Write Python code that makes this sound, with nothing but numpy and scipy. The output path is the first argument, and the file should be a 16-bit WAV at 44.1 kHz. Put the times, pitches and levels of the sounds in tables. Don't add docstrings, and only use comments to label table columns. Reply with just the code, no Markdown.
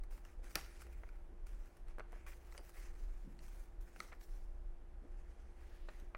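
import sys
import numpy as np
from scipy import signal
from scipy.fft import rfft, irfft, next_fast_len
from scipy.io import wavfile
from scipy.ndimage import uniform_filter1d

SR = 44100
rng = np.random.default_rng(int(sys.argv[2]) if len(sys.argv) > 2 else 0)


def unload_wav(signal):
    wavfile.write(
        sys.argv[1],
        SR,
        np.round(np.clip(np.atleast_2d(signal).T, -1, 1) * 32767).astype(np.int16),
    )


N = 272097

TREBLE_LIMIT_HZ = 15950
# f/Hz, time to fade by 60 dB/s
ECHO_TIMES = [(150, 0.58), (1000, 0.49), (4000, 0.46), (14000, 0.37)]
# t/s, level/dB
RUMBLE_LEVELS = [(0.0, -42.5), (0.27, -52), (0.45, -43), (0.74, -58.5), (0.98, -49.5), (1.63, -47.5),
                 (1.7, -60), (1.97, -43.5), (2.34, -57), (3.16, -42.5), (3.25, -53), (3.81, -45.5),
                 (4.04, -58), (4.31, -42.5), (5.46, -54), (6.17, -48)]
# f/Hz, level/dB, pitch wander/Hz
FAN_TONES = [(347.3, -74, 1.2), (465, -85, 3), (587, -87, 3.02), (793, -85.5, 3.18)]

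# f/Hz, relative level/dB
RUMBLE_SPECTRUM = [(12, -19), (20, 0), (28, 2), (39, -0.5), (48, -20), (70, -33.5), (85, -30.5), (115, -40),
                   (170, -88)]
DRONE_SPECTRUM = [(35, -36.5), (50, -12.5), (58.5, 1.5), (68, -16), (85, -17), (150, -60), (400, -80)]
ROOM_HISS_SPECTRUM = [(60, -19.5), (100, 1.5), (140, 1.5), (220, -0.5), (330, -1.5), (480, -3.5),
                      (750, -4.5), (1100, -10.5), (1700, -13.5), (2600, -21), (4000, -28), (8000, -31.5),
                      (11500, -32), (13500, -47)]
HISS_SPECTRUM = [(2500, -17), (3500, -4.5), (4600, -2), (6200, 0), (7200, -2), (10500, -4), (12000, -9.5),
                 (15500, -8)]
RUSTLE_SPECTRUM = [(150, -10.5), (400, 0), (950, -7.5), (1500, -2.5), (2400, -4.5), (3200, -14),
                   (5000, -44), (12000, -57)]
CRACK_SPECTRUM = [(300, -43), (1000, -17), (1800, -5.5), (2650, 1.5), (3300, -7.5), (4900, 1.5),
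                  (5900, -0.5), (7200, -16.5), (9000, -9.5), (11200, -9), (13000, -7), (15000, -10.5)]
FLUTTER_SPECTRUM = [(120, -14), (280, -3), (800, 0.5), (1300, 4.5), (1800, -2), (2600, -4.5), (3500, -18.5),
                    (5400, -12), (7200, -15.5), (9000, -13.5), (10500, -14), (15500, -22)]

# f/Hz, relative level/dB, ring time/s
DESK_MODES = [(277, -18.5, 0.022), (453, -12.5, 0.024), (639, -3.5, 0.014), (850, 4.5, 0.005),
              (1253, 7, 0.0042), (1650, 3.5, 0.0038), (2450, -9, 0.0097), (4100, -54, 0.0022),
              (8000, -23, .001)]
PEN_MODES = [(2170, -1, 0.0066), (3000, -2.5, 0.0068), (4780, 2.5, 0.0047), (6030, -6.5, 0.0079),
             (8040, -3.5, .005), (9370, 3, 0.0036), (10470, -6, .004)]
PAD_MODES = [(750, -3.5, 0.0047), (1226, 1.5, 0.0051), (2140, -4, 0.0078), (2360, -10, 0.0093),
             (4280, -18, 0.0046)]
BUCKLE_MODES = [(1325, -2, 0.013), (2083, -0.5, 0.0093), (2400, -8, 0.004), (4300, 1.5, 0.0036),
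                (5980, -2, 0.0046), (8400, 2, 0.0025), (11900, -32, 0.0019)]
CREASE_MODES = [(1320, -5, 0.0075), (1610, -3, 0.006), (2050, 0.5, 0.0086), (2390, -6, 0.0057)]
SHUDDER_MODES = [(500, -7, 0.043), (1080, -11, 0.033), (1310, -3, 0.033), (1410, -14, 0.06),
                 (1797, 0.5, 0.028), (2124, -4, 0.021), (2510, -1.5, 0.026), (3000, -9, 0.029),
                 (4520, -11, 0.025), (5200, -9, 0.018), (5560, -3, .014)]

# t/s, length/s, level/dB, middle f/Hz
ARM_SHIFTS = [(0.831, 0.093, -70, 332), (1.269, 0.11, -70, 296), (2.575, 0.048, -69, 513),
              (3.212, 0.16, -61.5, 182), (3.3, 0.22, -71, 171), (3.94, 0.11, -70, 230),
              (5, 0.084, -66, 290), (5.064, 0.05, -73, 493), (5.539, 0.58, -82.5, 3100),
              (6.005, 0.046, -67, 268)]
# t/s, peak level/dB, corner f/Hz, stiffness
DESK_TAPS = [(0.56, -36.5, 326, 0.76), (1.035, -44.5, 1990, 1.07), (1.9839, -38, 1600, 0.87),
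             (1.9962, -35, 1900, 1.05), (1.9982, -44, 1600, 0.91), (2.1297, -44, 600, 1.16),
             (2.161, -49.5, 550, 1), (2.549, -46.5, 1500, 1.13), (2.58, -48, 1100, .9),
             (2.5525, -45.5, 700, 0.98), (2.5938, -47, 700, 0.89), (4.003, -44, 450, 0.9),
             (4.124, -44.5, 1100, 1.14), (5.8869, -39, 1000, .94)]
PEN_CLICKS = [(2.5773, -40, 16000, 1.01), (3.3897, -51, 7000, 0.9), (5.8882, -46, 2440, 0.84),
              (5.999, -56, 9000, 1.3)]
PAD_BUMPS = [(1.0351, -50.5, 4000, 0.89), (3.961, -45, 1800, 1.16), (2.0043, -38.5, 1500, 1.02),
             (6.148, -32, 4940, 0.983)]
# t/s, length/s, level/dB, fade over the length/dB, stiffness
GRIPS = [(2.264, 0.041, -61.5, 7, 1.03), (2.316, 0.018, -64, 2, 1.05), (2.739, 0.17, -72.5, 0, 0.94),
         (4.119, 0.02, -59.5, 4, 0.94)]
# t/s, peak level/dB, corner f/Hz, stiffness, flutter compared with the ring/dB
BUCKLES = [(0.0358, -55.5, 4500, 0.99, 2.5), (0.108, -57.5, 2000, 0.67, 5), (0.177, -56, 2200, 0.78, 6),
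           (0.2502, -50.5, 3250, 1.33, -1.5), (0.392, -56, 1500, 0.39, -20),
           (0.4417, -52.5, 3200, 0.91, 7.5), (0.508, -56, 2600, 1.3, 8), (0.5498, -46, 900, 1.1, -4),
           (0.569, -48, 7000, 1.25, -2), (0.5833, -48, 14000, 1.3, 3), (0.59, -45.5, 3000, 1, -10),
           (.596, -49, 14000, 1.5, -12.5), (0.602, -49, 14000, 1.2, -9), (0.611, -47, 15000, 1.36, -2),
           (.661, -56, 2500, 1.1, 7), (.809, -53, 3500, 1.05, 7), (0.8183, -49.5, 9000, 1.2, 7),
           (0.8667, -53.5, 3020, 0.94, 12), (0.927, -59, 12100, 2.2, 15), (1.0895, -53, 1480, 1.1, -9),
           (1.157, -61, 1800, 1, -5), (1.468, -52.5, 10000, 1.1, 3), (1.657, -59, 9100, 0.97, 6.5),
           (1.768, -53.5, 7000, 1.05, 9), (1.8829, -55.5, 2400, 0.95, -1), (1.908, -55.5, 1200, 0.9, 1),
           (1.985, -58, 14000, 2, 12), (1.9968, -49, 5000, 1, -16), (2.121, -52, 8060, 0.96, 12),
           (2.2655, -54, 3000, 1.1, 5), (2.283, -55, 14000, 1.1, 6), (2.5232, -50, 3600, 0.97, -5),
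           (2.692, -50.5, 12000, 0.98, 21), (2.959, -59, 1500, 0.96, -2), (3.046, -67, 1200, 0.96, -11),
           (3.481, -56, 10000, 0.72, 3), (4.0026, -31.5, 3500, 0.98, -15), (4.128, -48, 1300, 1, -16),
           (4.229, -60, 12000, 1, 5)]
# t/s, peak level of the crack/dB
SHEET_SLAPS = [(0.555, -19)]
# t/s, rise/s, hold/s, fade/(dB per s), relative hiss level/dB,
# relative rustle level/dB, boost of the sheen (the very top of the hiss)/dB
SLIDE_STROKES = [(0.098, 0.035, 0.022, 130, -73, -72.5, 5), (0.23, 0.03, 0.029, 144, -74.5, -72, 1),
                 (0.422, 0.043, 0.018, 119, -69, -66.5, -2), (0.486, 0.024, 0.0073, 200, -66, -66.5, 6),
                 (0.551, 0.0137, 0.02, 75, -64.5, -62, 3.5), (0.662, 0.067, 0.036, 105, -71, -71.5, -3),
                 (0.78, 0.031, .005, 257, -69, -71, -1), (0.83, 0.045, 0.26, 43, -83, -77, 4.5),
                 (1.459, 0.011, .01, 66, -75, -73, 1), (1.573, 0.1, .01, 85, -77, -74.5, 2),
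                 (1.865, 0.021, 0.0108, 169, -77, -70.5, -9), (2.068, 0.1, 0.03, 110, -78.5, -70, -1),
                 (2.261, 0.013, 0.021, 120, -64.5, -65, 5), (2.39, 0.06, 0.023, 100, -76, -71, 6),
                 (2.501, 0.03, 0.035, 200, -70, -71, 7), (2.606, 0.047, 0.041, 198, -72, -70.5, 7),
                 (2.72, 0.045, 0.022, 120, -68.5, -68.5, 7), (2.783, 0.041, 0.03, 150, -68, -68.5, -5),
                 (2.92, 0.044, 0.014, 23.5, -73.5, -72, 1), (3.39, 0.038, 0.06, 120, -72, -72.5, 2),
                 (3.508, 0.03, 0.11, 153, -75, -74, 5), (3.806, 0.0065, 0.0082, 206, -72, -73, 7.5),
                 (3.864, 0.02, 0.04, 100, -80, -74, 0), (3.917, 0.081, 0.051, 119, -67.5, -67, 1.5),
                 (4.19, 0.03, 0.02, 280, -69, -76, 7.5), (4.25, 0.06, 0.046, 51, -77, -79.5, 2.5),
                 (4.966, 0.28, 0.23, 30.5, -83, -78.5, -6), (5.525, 0.11, 0.13, 55, -81.5, -74, 3),
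                 (5.844, 0.13, 0.028, 120, -75.5, -70.5, 1.5)]


def gain_of(db):
    return 10 ** (np.asarray(db) / 20)


def evened(x):
    return x / np.sqrt(np.mean(x ** 2) + 1e-20)


def look_up(points, hz):
    f, value = np.transpose(points)
    return np.interp(np.log(hz + 1), np.log(f + 1), value)


def add(mix, s, sound):
    part = mix[max(round(s * SR), 0):][:len(sound)]
    part += sound[:len(part)]


def coloured(x, spectrum):
    size = next_fast_len(len(x))
    gains = gain_of(look_up(spectrum, np.fft.rfftfreq(size, 1 / SR)))
    return evened(irfft(rfft(x, size) * gains, size)[:len(x)])


def drift(rate, size=N):
    turns = rng.standard_normal(size // 20)
    return evened(np.interp(np.arange(size) * rate / SR, np.arange(len(turns)), turns))


def background(drone_db=-60.5, room_hiss_db=-69.5):
    rumble_db = np.interp(np.arange(N) / SR, *np.transpose(RUMBLE_LEVELS))
    rumble = gain_of(rumble_db) * coloured(rng.standard_normal(N), RUMBLE_SPECTRUM)
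    drone = gain_of(drone_db) * coloured(rng.standard_normal(N), DRONE_SPECTRUM)
    room_hiss = gain_of(room_hiss_db) * coloured(rng.standard_normal(N), ROOM_HISS_SPECTRUM)
    hum = np.zeros(N)
    for hz, db, wander_hz in FAN_TONES:
        phase = 2 * np.pi * np.cumsum(hz + wander_hz * drift(rate=12)) / SR
        hum += gain_of(db) * evened(np.sin(phase) * gain_of(drift(rate=5.4)))
    return rumble + drone + room_hiss + hum


def room_echo(x):
    hz, t, bands = signal.stft(rng.standard_normal(SR // 2), SR, nperseg=256)
    fade = gain_of(-60 * t / look_up(ECHO_TIMES, hz)[:, None])
    tail = signal.istft(bands * fade, SR, nperseg=256)[1]
    tail *= 1 - np.exp(-(np.arange(len(tail)) / SR / 0.007) ** 2)
    return signal.fftconvolve(x, tail / np.linalg.norm(tail))[:N]


def arm_rubs():
    out = np.zeros(N)
    for s, length, db, hz in ARM_SHIFTS:
        band = signal.butter(3, [hz * 0.58, hz * 1.54], "bandpass", fs=SR, output="sos")
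        rub = signal.sosfilt(band, rng.standard_normal(SR)[:round(length * SR)])
        add(out, s, gain_of(db) * evened(rub * signal.windows.tukey(len(rub), 0.7)))
    return out


def ring(modes, corner_hz, stiffness=1, flip=1):
    t = np.arange(SR // 10) / SR
    sound = np.zeros(len(t))
    for k, (hz, db, ring_s) in enumerate(modes):
        age = t * np.log(10000) / ring_s
        strength = flip ** k * gain_of(db) / (1 + (hz / corner_hz) ** 2)
        sound += strength * age * np.exp(-age) * np.sin(2 * np.pi * hz * stiffness * t)
    return sound


def rattled(sound, db, fade_s):
    t = np.arange(SR // 10) / SR
    swarm = rng.standard_normal(len(t)) * gain_of(-60 * t / fade_s) * (1 - np.exp(-t / 0.0025))
    copies = signal.fftconvolve(sound, swarm)[:len(sound)]
    return evened(sound) + gain_of(db) * evened(copies)


def smeared(x, travel_s):
    hz = np.fft.rfftfreq(len(x), 1 / SR)
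    delay_s = travel_s * np.sqrt(2200 / (hz + 200))
    return irfft(rfft(x) * np.exp(-2j * np.pi * np.cumsum(delay_s) * hz[1]), len(x))


def desk_taps():
    out = np.zeros(N)
    for s, db, corner_hz, stiffness in DESK_TAPS:
        tap = rattled(ring(DESK_MODES, corner_hz, stiffness), db=-6, fade_s=0.057)
        add(out, s, gain_of(db) * tap / abs(tap).max())
    return out


def knocks(modes, blows, travel_s, rattle_db):
    out = np.zeros(N)
    for s, db, corner_hz, stiffness in blows:
        ringing = smeared(ring(modes, corner_hz, stiffness), travel_s)
        knock = rattled(ringing, db=rattle_db, fade_s=0.037)
        add(out, s, gain_of(db) * knock / abs(knock).max())
    return out


def crunches(per_s=900, spread_db=0.5, pitch_spread=0.15):
    out = np.zeros(N)
    for s, length, db, fade_db, stiffness in GRIPS:
        run = np.zeros(SR // 2)
        count = max(round(per_s * length), 1)
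        for k, (late, size, detune) in enumerate(rng.uniform(-1, 1, (400, 3))[:count]):
            progress = (k + (1 + late) / 2) / count
            crease = ring(CREASE_MODES, corner_hz=6000, stiffness=stiffness * (1 + pitch_spread * detune))
            add(run, progress * length, gain_of(spread_db * size - fade_db * progress) * crease)
        add(out, s, gain_of(db) * evened(run) * np.sqrt(length * SR / len(run)))
    return out


def flutter(spectrum, fade_s):
    t = np.arange(SR // 10) / SR
    crackle = rng.standard_normal(len(t)) * gain_of(2.6 * drift(rate=890, size=len(t)))
    return evened(coloured(crackle, spectrum) * gain_of(-60 * t / fade_s))


def buckle(db, corner_hz, stiffness, flutter_db):
    tilt = 5 * np.log(corner_hz / 1800)
    spectrum = [(hz, level + tilt * np.log1p(hz / 4000)) for hz, level in FLUTTER_SPECTRUM]
    ringing = smeared(ring(BUCKLE_MODES, corner_hz, stiffness, flip=-1.096), travel_s=0.000737)
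    snap = evened(ringing) + gain_of(flutter_db) * flutter(spectrum, fade_s=0.05)
    return gain_of(db) * snap / abs(snap).max()


def snaps():
    out = np.zeros(N)
    for s, *blow in BUCKLES:
        add(out, s, buckle(*blow))
    return out


def slap(ring_db=-17, shudder_db=-36, settle_db=-38):
    out = np.zeros(N)
    hz = np.fft.rfftfreq(4096, 1 / SR)
    click = irfft(gain_of(look_up(CRACK_SPECTRUM, hz)))
    crack = rattled(smeared(click, travel_s=0.001095), db=-8, fade_s=0.011)
    ringing = ring(SHUDDER_MODES, corner_hz=16000, flip=-0.93)
    for s, db in SHEET_SLAPS:
        add(out, s, gain_of(db) * crack / abs(crack).max())
        add(out, s, gain_of(db + ring_db) * ringing / abs(ringing).max())
        shudder = gain_of(shudder_db) * flutter(FLUTTER_SPECTRUM, fade_s=0.046)
        settle = gain_of(settle_db) * flutter(FLUTTER_SPECTRUM, fade_s=0.21)
        add(out, s + 0.00139, gain_of(db) * (shudder + settle))
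    return out


def crinkles(per_s=42, spread_db=2, kinds=5):
    out = np.zeros(N)
    for stiffness in np.linspace(0.75, 1.35, kinds):
        moments = rng.random(N) < per_s / kinds / SR
        sizes = gain_of(spread_db * rng.uniform(-1, 1, N))
        snap = buckle(db=0, corner_hz=5440, stiffness=stiffness, flutter_db=-6)
        out += signal.oaconvolve(moments * sizes, snap)[:N]
    return out


def friction(per_s, spread_db, smooth):
    sizes = rng.standard_normal(N) * gain_of(spread_db * np.minimum(rng.exponential(1, N), 4))
    slips = sizes * (rng.random(N) < per_s / SR)
    return evened(slips) + smooth * rng.standard_normal(N)


def flexing(x, patchy_db):
    bands = signal.stft(x, SR, nperseg=256)[2]
    patches = uniform_filter1d(rng.standard_normal(bands.shape), size=4, axis=0)
    patches = evened(uniform_filter1d(patches, size=16, axis=1))
    return signal.istft(bands * gain_of(patchy_db * patches), SR, nperseg=256)[1][:N]


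def stroke_curves():
    t = np.arange(0, N + 64, 64) / SR
    power = np.zeros((3, len(t)))
    for start, rise_s, hold_s, fade_db_per_s, hiss_db, rustle_db, sheen_db in SLIDE_STROKES:
        rise = np.sin(np.pi / 2 * np.clip((t - start) / rise_s, 0, 1))
        fall = gain_of(-fade_db_per_s * np.maximum(t - start - rise_s - hold_s, 0))
        power += np.outer(gain_of([hiss_db, rustle_db, hiss_db + sheen_db]), rise * fall) ** 2
    return [np.interp(np.arange(N) / SR, t, np.sqrt(p)) for p in power]


def sliding(hiss_db=-2, rustle_db=-1, crinkle_db=9, grip_db=1.43):
    hiss_curve, rustle_curve, sheen_curve = stroke_curves()
    high_rub = coloured(friction(per_s=2000, spread_db=4.5, smooth=2.5), HISS_SPECTRUM)
    low_rub = coloured(friction(per_s=450, spread_db=2, smooth=1.8), RUSTLE_SPECTRUM)
    sheen = signal.sosfiltfilt(signal.butter(4, 11500, "highpass", fs=SR, output="sos"), high_rub)
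    hiss = gain_of(hiss_db) * (hiss_curve * (high_rub - sheen) + sheen_curve * sheen)
    rustle = gain_of(rustle_db) * rustle_curve * low_rub
    grip = gain_of(drift(rate=100) + grip_db * drift(rate=25))
    rubbing = flexing(hiss + rustle, patchy_db=2) * grip
    return rubbing + gain_of(crinkle_db) * hiss_curve * crinkles()


def scene(echo_db=-15):
    pen = knocks(PEN_MODES, PEN_CLICKS, travel_s=0.000977, rattle_db=-6.5)
    pad = knocks(PAD_MODES, PAD_BUMPS, travel_s=0.000604, rattle_db=-11.5)
    hits = snaps() + slap() + desk_taps() + pen + pad + crunches()
    return (hits + gain_of(echo_db) * room_echo(hits) + sliding() + arm_rubs() + background())[None]


def record(dry):
    lowpass = signal.firwin(511, TREBLE_LIMIT_HZ, window=("kaiser", 9), fs=SR)
    return signal.oaconvolve(dry, lowpass[None], "same")


dry = scene()
out = record(dry)
unload_wav(out)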